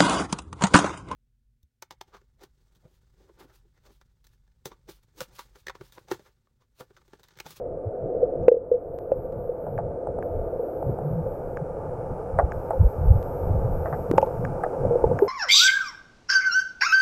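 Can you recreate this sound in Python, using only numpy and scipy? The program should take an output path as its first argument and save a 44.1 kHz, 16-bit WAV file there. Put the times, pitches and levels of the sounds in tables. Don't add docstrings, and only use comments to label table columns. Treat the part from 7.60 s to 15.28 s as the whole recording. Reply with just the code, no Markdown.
import sys
import numpy as np
from scipy import signal
from scipy.fft import rfft, irfft
from scipy.io import wavfile
from scipy.ndimage import uniform_filter1d, minimum_filter1d

SR = 44100
rng = np.random.default_rng(int(sys.argv[2]) if len(sys.argv) > 2 else 0)


def generate_wav(signal):
    frames = np.transpose(np.atleast_2d(signal))
    scaled = np.clip(frames, -1, 1) * 32767
    pcm = np.round(scaled).astype(np.int16)
    wavfile.write(sys.argv[1], SR, pcm)


N = 338688
T = np.arange(N) / SR
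BRIEF = T[:SR // 4]

# [start_s, level_db, bright_db, snap_db, echo_db, echo_span_s]
CLICKS = [ (2.067, -21.5, -30, -40, -3.5, 0.015), (2.1875, -16, -17.5, -39, -3.5, 0.012),
          (2.4708, -19, -26, -35, -11.5, 0.0064), (2.587, -20.5, -26, -34, -22, .006),
          (3.2267, -18, -27, -38, -15, .006), (3.3875, -20, -29, -34, -13, 0.0056),
          (4.788, -6.5, -8.5, -35.5, 1.5, 0.014), (5.1067, -11.5, -20, -31.5, -1.5, 0.01),
          (6.258, -20.5, -4.5, -40, -1, 0.028), (6.327, -23, -2.5, -40, 3, 0.021),
          (7.0359, -16, -6, -27.5, 3, 0.009), (7.063, -16.5, -23, -46, -6, 0.0069)]
# [frequency_hz, level_db]
CLICK_BODY_SPECTRUM = [(300, -24.5), (520, -7.5), (660, 2), (850, -4.5), (1050, -23.5), (1400, -22),
                       (2200, -54.5)]
CLICK_BRIGHT_SPECTRUM = [(700, -32.5), (1150, 7.5), (1550, 2.5), (1950, -3), (2250, -23.5), (3200, -41),
                         (5300, -41), (6500, -50)]
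CLICK_SNAP_SPECTRUM = [(5000, -34), (7000, -16), (8200, 4), (9000, -8.5), (9800, 4), (11000, -19.5),
                       (14000, -23)]
FAR_ECHO_DB, FAR_ECHO_S = -5, 0.04

# [start_s, level_db, ring_hz, t60_s,
# swell_s, overtone_db]
KNOCKS = [ (.496, -11, 475, 0.021, 0.0065, -44), (0.542, -19, 454, 0.19, 0.0044, -34),
          (0.627, -8.5, 497, 0.11, 0.003, -51), (0.8804, 11, 488, 0.047, 0.0023, -29),
          (.9145, 6, 485, 0.047, 0.0045, -42), (.94, -3, 490, 0.048, .0035, -45),
          (.965, -6.5, 479, 0.058, .0039, -44), (1.1137, 0.3, 489, .055, 0.0043, -43.5),
          (1.134, -7.5, 490, 0.11, .0086, -37.5), (1.5177, -5, 538, 0.044, .0013, -28),
          (1.888, -14.5, 497, 0.06, 0.0076, -38), (2.992, -18, 474.5, 0.13, .0026, -17),
          (3.294, -12.5, 415, 0.021, 0.0018, -26), (3.662, -17, 530, 0.094, 0.0019, -21),
          (5.131, -20.5, 527, 0.26, 0.0038, -2), (6.512, -4.5, 324, 0.016, 0.0013, -33),
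          (6.536, -6.5, 420, 0.016, 0.0023, -34), (6.5807, -3.5, 540, 0.043, 0.00061, 0),
          (6.626, -7.5, 536, 0.037, 0.003, -2), (6.671, -17.5, 494, 0.071, 0.00072, -6),
          (7.2481, -8.5, 550, 0.028, 0.004, -29), (7.307, -11.5, 478, 0.18, 0.0029, -16),
          (7.354, -6, 490, 0.069, 0.0025, -23), (7.4384, -1, 460, 0.031, 0.0032, -11.5),
          (7.511, -10, 489, .073, 0.0029, -11), (7.6194, -4, 406, 0.082, 0.0041, -17)]
# [frequency_hz, level_db]
CRACK_SPECTRUM = [(300, 5.5), (700, 7.5), (1400, 4), (2000, 0), (2900, -7.5), (3500, -17.5), (8000, -24),
                  (15000, -32.5)]
OVERTONE_HZ, OVERTONE_T60_S = 866, 0.035
CRACK_DB, CRACK_GROWTH, HARD_SWELL_S, CRACK_DECAY_S = -31, 2.31, 0.0019, 0.0024

# [start_s, level_db]
PIPS = [(1.3878, -33.5), (1.7248, -44.5), (5.6283, -33), (6.514, -20), (6.663, -39)]
# [start_s, level_db, decay_s]
SCRAPES = [(.832, -57.5, 0.0023), (1.5164, -51.5, 0.0013), (6.578, -30.5, 0.0022), (6.615, -39.5, 0.0023),
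           (6.625, -44, 0.0069)]
# [frequency_hz, level_db]
PIP_SPECTRUM = [(300, 0), (1000, 8.5), (3000, -11.5), (8000, -19.5), (15500, -25)]
SCRAPE_SPECTRUM = [(1500, -17), (2600, 14), (4000, -16.5), (5600, 1), (7600, -8), (10000, -17.5),
                   (15000, -32.5)]

# [start_s, level_db, upper_modes_db]
TICKS = [(2.1776, -31, -4), (2.625, -31.5, -2), (3.9703, -27.5, 5), (4.919, -26, 8), (6.8496, -22.5, 5),
         (7.5888, -21, 8)]
# [frequency_hz, relative_level_db, t60_s]
TICK_MODES = [(1245, 8, 0.0038), (1574, 7.5, 0.0075), (2244, -7, 0.0045), (3060, -26, 0.0049),
              (5350, -29, .004), (6720, -26.5, 0.0032)]
# [start_s, stop_s, level_db, run_up_s]
MOTOR_RUNS = [(0.99, 2.183, -72, 0.32), (2.622, 3.971, -68.5, 0.0046), (4.92, 6.854, -63.5, .005),
              (7.588, 7.673, -60, 0.0039)]
MOTOR_HZ, WHINE_STEP_DB, WHINE_STEPS_PER_S = 12408, 3, 9

# [crest_s, half_length_s, deep_db, upper_db]
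SURGES = [(0.448, 0.045, -41.5, -35.5), (0.819, 0.055, -34.5, -34.5), (1.777, .04, -42, -34),
          (2.157, 0.11, -48, -34.5), (2.789, .08, -28.5, -47.5), (3.296, .04, -29.5, -25.5),
          (3.515, 0.1, -49, -27), (4.357, 0.16, -52, -37), (4.52, 0.032, -31.5, -34.5),
          (4.763, 0.036, -26, -36.5), (4.978, 0.02, -25.5, -54), (5.232, 0.044, -17.5, -26.5),
          (5.496, 0.087, -16, -25), (5.753, 0.042, -36, -35.5), (5.925, 0.096, -21, -29),
          (6.123, 0.13, -25, -35), (6.533, 0.051, -38, -27.5), (6.85, 0.096, -38, -27.5),
          (7.257, 0.059, -32, -25.5), (7.453, 0.025, -22, -29), (7.524, 0.045, -38.5, -24.5)]
# [crest_s, level_db, pitch_hz, half_length_s]
THUMPS = [(.275, -22, 100, .014), (3.298, -19, 140, .012), (3.47, -22, 150, .035), (3.585, -22, 160, .025),
          (4.025, -22, 150, .010), (4.8445, -12, 65, .010), (5.2125, -5, 92, .009), (5.258, -7, 50, .015),
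          (5.511, -1.5, 85, .010), (5.49, -8, 50, .015), (5.56, -11, 95, .009), (5.913, -13, 100, .010),
          (6.055, -16, 115, .016), (6.335, -23, 140, .014)]
# [frequency_hz, density_db_per_hz]
DEEP_SPECTRUM = [(10, -9), (25, 3), (55, -5), (85, 1), (130, -17.5), (250, -53)]
UPPER_SPECTRUM = [(60, -26.5), (100, -1), (135, 1), (170, -1), (220, -12.5), (400, -28)]
CHURN_WANDER_DB, CHURN_WANDER_PER_S = 3.5, 11

# [time_s, strength_db]
FLOW = [(0, -14.5), (1.6, -12), (3.3, -6.5), (4.7, -3), (6.1, -1.5), (7.68, 0.5)]
# [time_s, level_db]
HUM_LEVEL = [(0, -31.5), (.25, -34), (.6, -27), (.85, -29), (1.1, -31.5), (2.0, -33.5), (2.65, -30),
             (3.15, -30.5), (3.5, -33), (4.3, -33.5), (5.5, -34), (5.8, -30.5), (6.4, -32), (6.95, -32.5),
             (7.25, -27.5), (7.68, -29.5)]
# [frequency_hz, density_db_per_hz]
HUM_SPECTRUM = [(150, -29.5), (240, -17), (330, -11.5), (410, -7.5), (465, -3), (505, 1.5), (550, -3),
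                (600, -10.5), (660, -8.5), (740, -13.5), (800, -38.5), (950, -43.5), (1400, -47.5)]
WASH_SPECTRUM = [(550, -6), (760, 5.5), (865, 8.5), (1000, -3.5), (1060, -4), (1110, -10), (1170, -1),
                 (1280, -6), (1500, -9.5), (1900, -27), (2300, -26.5), (2700, -38.5), (3000, -38),
                 (3600, -48)]
FIZZ_SPECTRUM = [(2000, 2), (2400, 10), (2800, 4), (3400, -9.5), (4200, -6), (5100, 2), (7500, 0),
                 (8400, -1), (9000, -3.5), (12000, -5), (15500, -3)]
HISS_SPECTRUM = [(3500, -16), (7000, -15.5), (8200, -7), (8900, -16.5), (9600, -6), (10050, -2.5),
                 (10900, -14), (15500, -16.5)]
DEEP_DB, DEEP_GROWTH = -39.5, 0.47
UPPER_DB, UPPER_GROWTH = -40, 0.68
WASH_DB, WASH_GROWTH = -39, 1.0
FIZZ_DB, FIZZ_GROWTH = -67, 1.6
HISS_DB, HISS_GROWTH = -72, 0.96

LIMIT_DB, RECOVERY_DB_PER_S, TOP_HZ = 0.5, 11.5, 15850


def dolphins():
    out = np.zeros(N)
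    body = impulse(CLICK_BODY_SPECTRUM)
    bright = impulse(CLICK_BRIGHT_SPECTRUM)
    snap = impulse(CLICK_SNAP_SPECTRUM)
    for s, db, bright_db, snap_db, echo_db, span in CLICKS:
        click = undb(db) * (body + undb(bright_db) * bright)
        echoes = undb(echo_db) * scatter(click, span)
        dull_tail = undb(db + echo_db + FAR_ECHO_DB) * scatter(body, FAR_ECHO_S)
        treble_snap = undb(db + snap_db) * burst(snap, decay=.0014)
        for part in (click, echoes, dull_tail, treble_snap):
            add(out, s, part)
    return out


def knocks():
    out = np.zeros(N)
    crack = impulse(CRACK_SPECTRUM)
    for s, db, hz, t60, swell, overtone_db in KNOCKS:
        main_mode = ring(hz, t60, swell)
        overtone = undb(overtone_db) * ring(OVERTONE_HZ, OVERTONE_T60_S, swell)
        add(out, s, undb(db) * (main_mode + overtone))
        hardness_db = db + 20 * np.log10(HARD_SWELL_S / swell)
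        crack_db = CRACK_DB + CRACK_GROWTH * hardness_db
        add(out, s + swell, undb(crack_db) * burst(crack, CRACK_DECAY_S))
    return out


def crackles():
    out = np.zeros(N)
    pip, scrape = impulse(PIP_SPECTRUM), impulse(SCRAPE_SPECTRUM)
    for s, db in PIPS:
        add(out, s, undb(db) * pip)
    for s, db, decay in SCRAPES:
        add(out, s, undb(db) * burst(scrape, decay))
    return out


def motor():
    out = np.zeros(N)
    for s, db, upper_db in TICKS:
        tick = 0
        for hz, mode_db, t60 in TICK_MODES:
            gain = undb(mode_db + upper_db * (hz > 4000))
            tick = tick + gain * ring(hz, t60, swell=.0016)
        add(out, s, undb(db) * unit(tick))
    steps = rng.choice([-1., 1.], size=256)[(T * WHINE_STEPS_PER_S).astype(int)]
    step_gain = undb(WHINE_STEP_DB * uniform_filter1d(steps, size=200))
    whine = np.sin(2 * np.pi * MOTOR_HZ * T) * step_gain
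    for start, stop, db, run_up in MOTOR_RUNS:
        running = np.clip((T - start) / run_up, 0, 1) * (T < stop)
        out += whine * undb(db) * running
    return out


def rumble():
    wander = undb(CHURN_WANDER_DB * walk(CHURN_WANDER_PER_S))
    deep = wander * flow_gain(DEEP_DB, DEEP_GROWTH)
    upper = wander * flow_gain(UPPER_DB, UPPER_GROWTH)
    for s, half, deep_db, upper_db in SURGES:
        swell = bell(s, half)
        deep = np.hypot(deep, undb(deep_db) * swell)
        upper = np.hypot(upper, undb(upper_db) * swell)
    out = deep * even(noise(DEEP_SPECTRUM), size=3500)
    out += upper * even(noise(UPPER_SPECTRUM), size=3500)
    for s, db, hz, half in THUMPS:
        swell = bell(s, half)
        thump = undb(db) * np.sin(2 * np.pi * hz * (T - s)) * swell
        out = out * (1 - swell) + thump
    return out


def water():
    hum_gain = undb(np.interp(T, *np.transpose(HUM_LEVEL)))
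    hum = even(noise(HUM_SPECTRUM), size=5500) * hum_gain
    wash = noise(WASH_SPECTRUM) * flow_gain(WASH_DB, WASH_GROWTH) * undb(0.48 * walk(30))
    fizz = noise(FIZZ_SPECTRUM) * flow_gain(FIZZ_DB, FIZZ_GROWTH)
    hiss = noise(HISS_SPECTRUM) * flow_gain(HISS_DB, HISS_GROWTH)
    return hum + wash + fizz + hiss


def scatter(click, span):
    facets = rng.standard_normal(len(BRIEF)) * (BRIEF > .002) * np.exp(-(BRIEF / span) ** 2)
    return signal.fftconvolve(click, facets / np.linalg.norm(facets))


def burst(pulse, decay):
    grit = rng.standard_normal(len(BRIEF)) * np.exp(-BRIEF / decay)
    return unit(signal.fftconvolve(grit, pulse))


def ring(hz, t60, swell):
    age = np.maximum(BRIEF - swell, 0)
    push = 1 - np.exp(-(BRIEF / swell) ** 2)
    fade = np.exp(-np.log(1000) * age / t60)
    return np.sin(2 * np.pi * hz * BRIEF) * push * fade


def impulse(points, size=2048):
    cepstrum = irfft(np.log(shape(points, size)))
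    cepstrum[1:size // 2] *= 2
    cepstrum[size // 2 + 1:] = 0
    return unit(irfft(np.exp(rfft(cepstrum))))


def noise(points):
    x = irfft(rfft(rng.standard_normal(N)) * shape(points, N), N)
    return x / x.std()


def shape(points, size):
    hz, db = np.transpose(points)
    f = np.maximum(np.fft.rfftfreq(size, 1 / SR), 1)
    skirt = np.minimum(1, np.minimum(f / hz[0], hz[-1] / f)) ** 4
    return undb(np.interp(np.log(f), np.log(hz), db)) * skirt + 1e-5


def flow_gain(db, growth):
    return undb(db + growth * np.interp(T, *np.transpose(FLOW)))


def walk(rate):
    k = int(SR / rate)
    x = uniform_filter1d(np.repeat(rng.standard_normal(N // k + 1), k), k)[:N]
    return x / x.std()


def even(x, size):
    return x / np.sqrt(uniform_filter1d(x ** 2, size=size))


def bell(s, half):
    return np.exp(-((T - s) / half) ** 2)


def undb(db):
    return 10 ** (np.asarray(db) / 20)


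def unit(x):
    return x / np.max(np.abs(x))


def add(out, s, sound):
    i = int(np.clip(s * SR, 0, N - 1))
    out[i:i + len(sound)] += sound[:N - i]


def limiter(x):
    over_db = 20 * np.log10(np.maximum(np.abs(x[0]) / undb(LIMIT_DB), 1))
    climb_db = RECOVERY_DB_PER_S * T
    gain_db = climb_db - np.maximum.accumulate(over_db + climb_db)
    early_gain_db = minimum_filter1d(gain_db, size=150)
    return x * undb(uniform_filter1d(early_gain_db, size=150))


def scene():
    return (dolphins() + knocks() + crackles() + motor() + rumble() + water())[None]


def record(dry):
    top_cut = signal.ellip(8, .2, 70, TOP_HZ, fs=SR, output="sos")
    return signal.sosfilt(top_cut, limiter(dry))


dry = scene()
out = record(dry)
generate_wav(out)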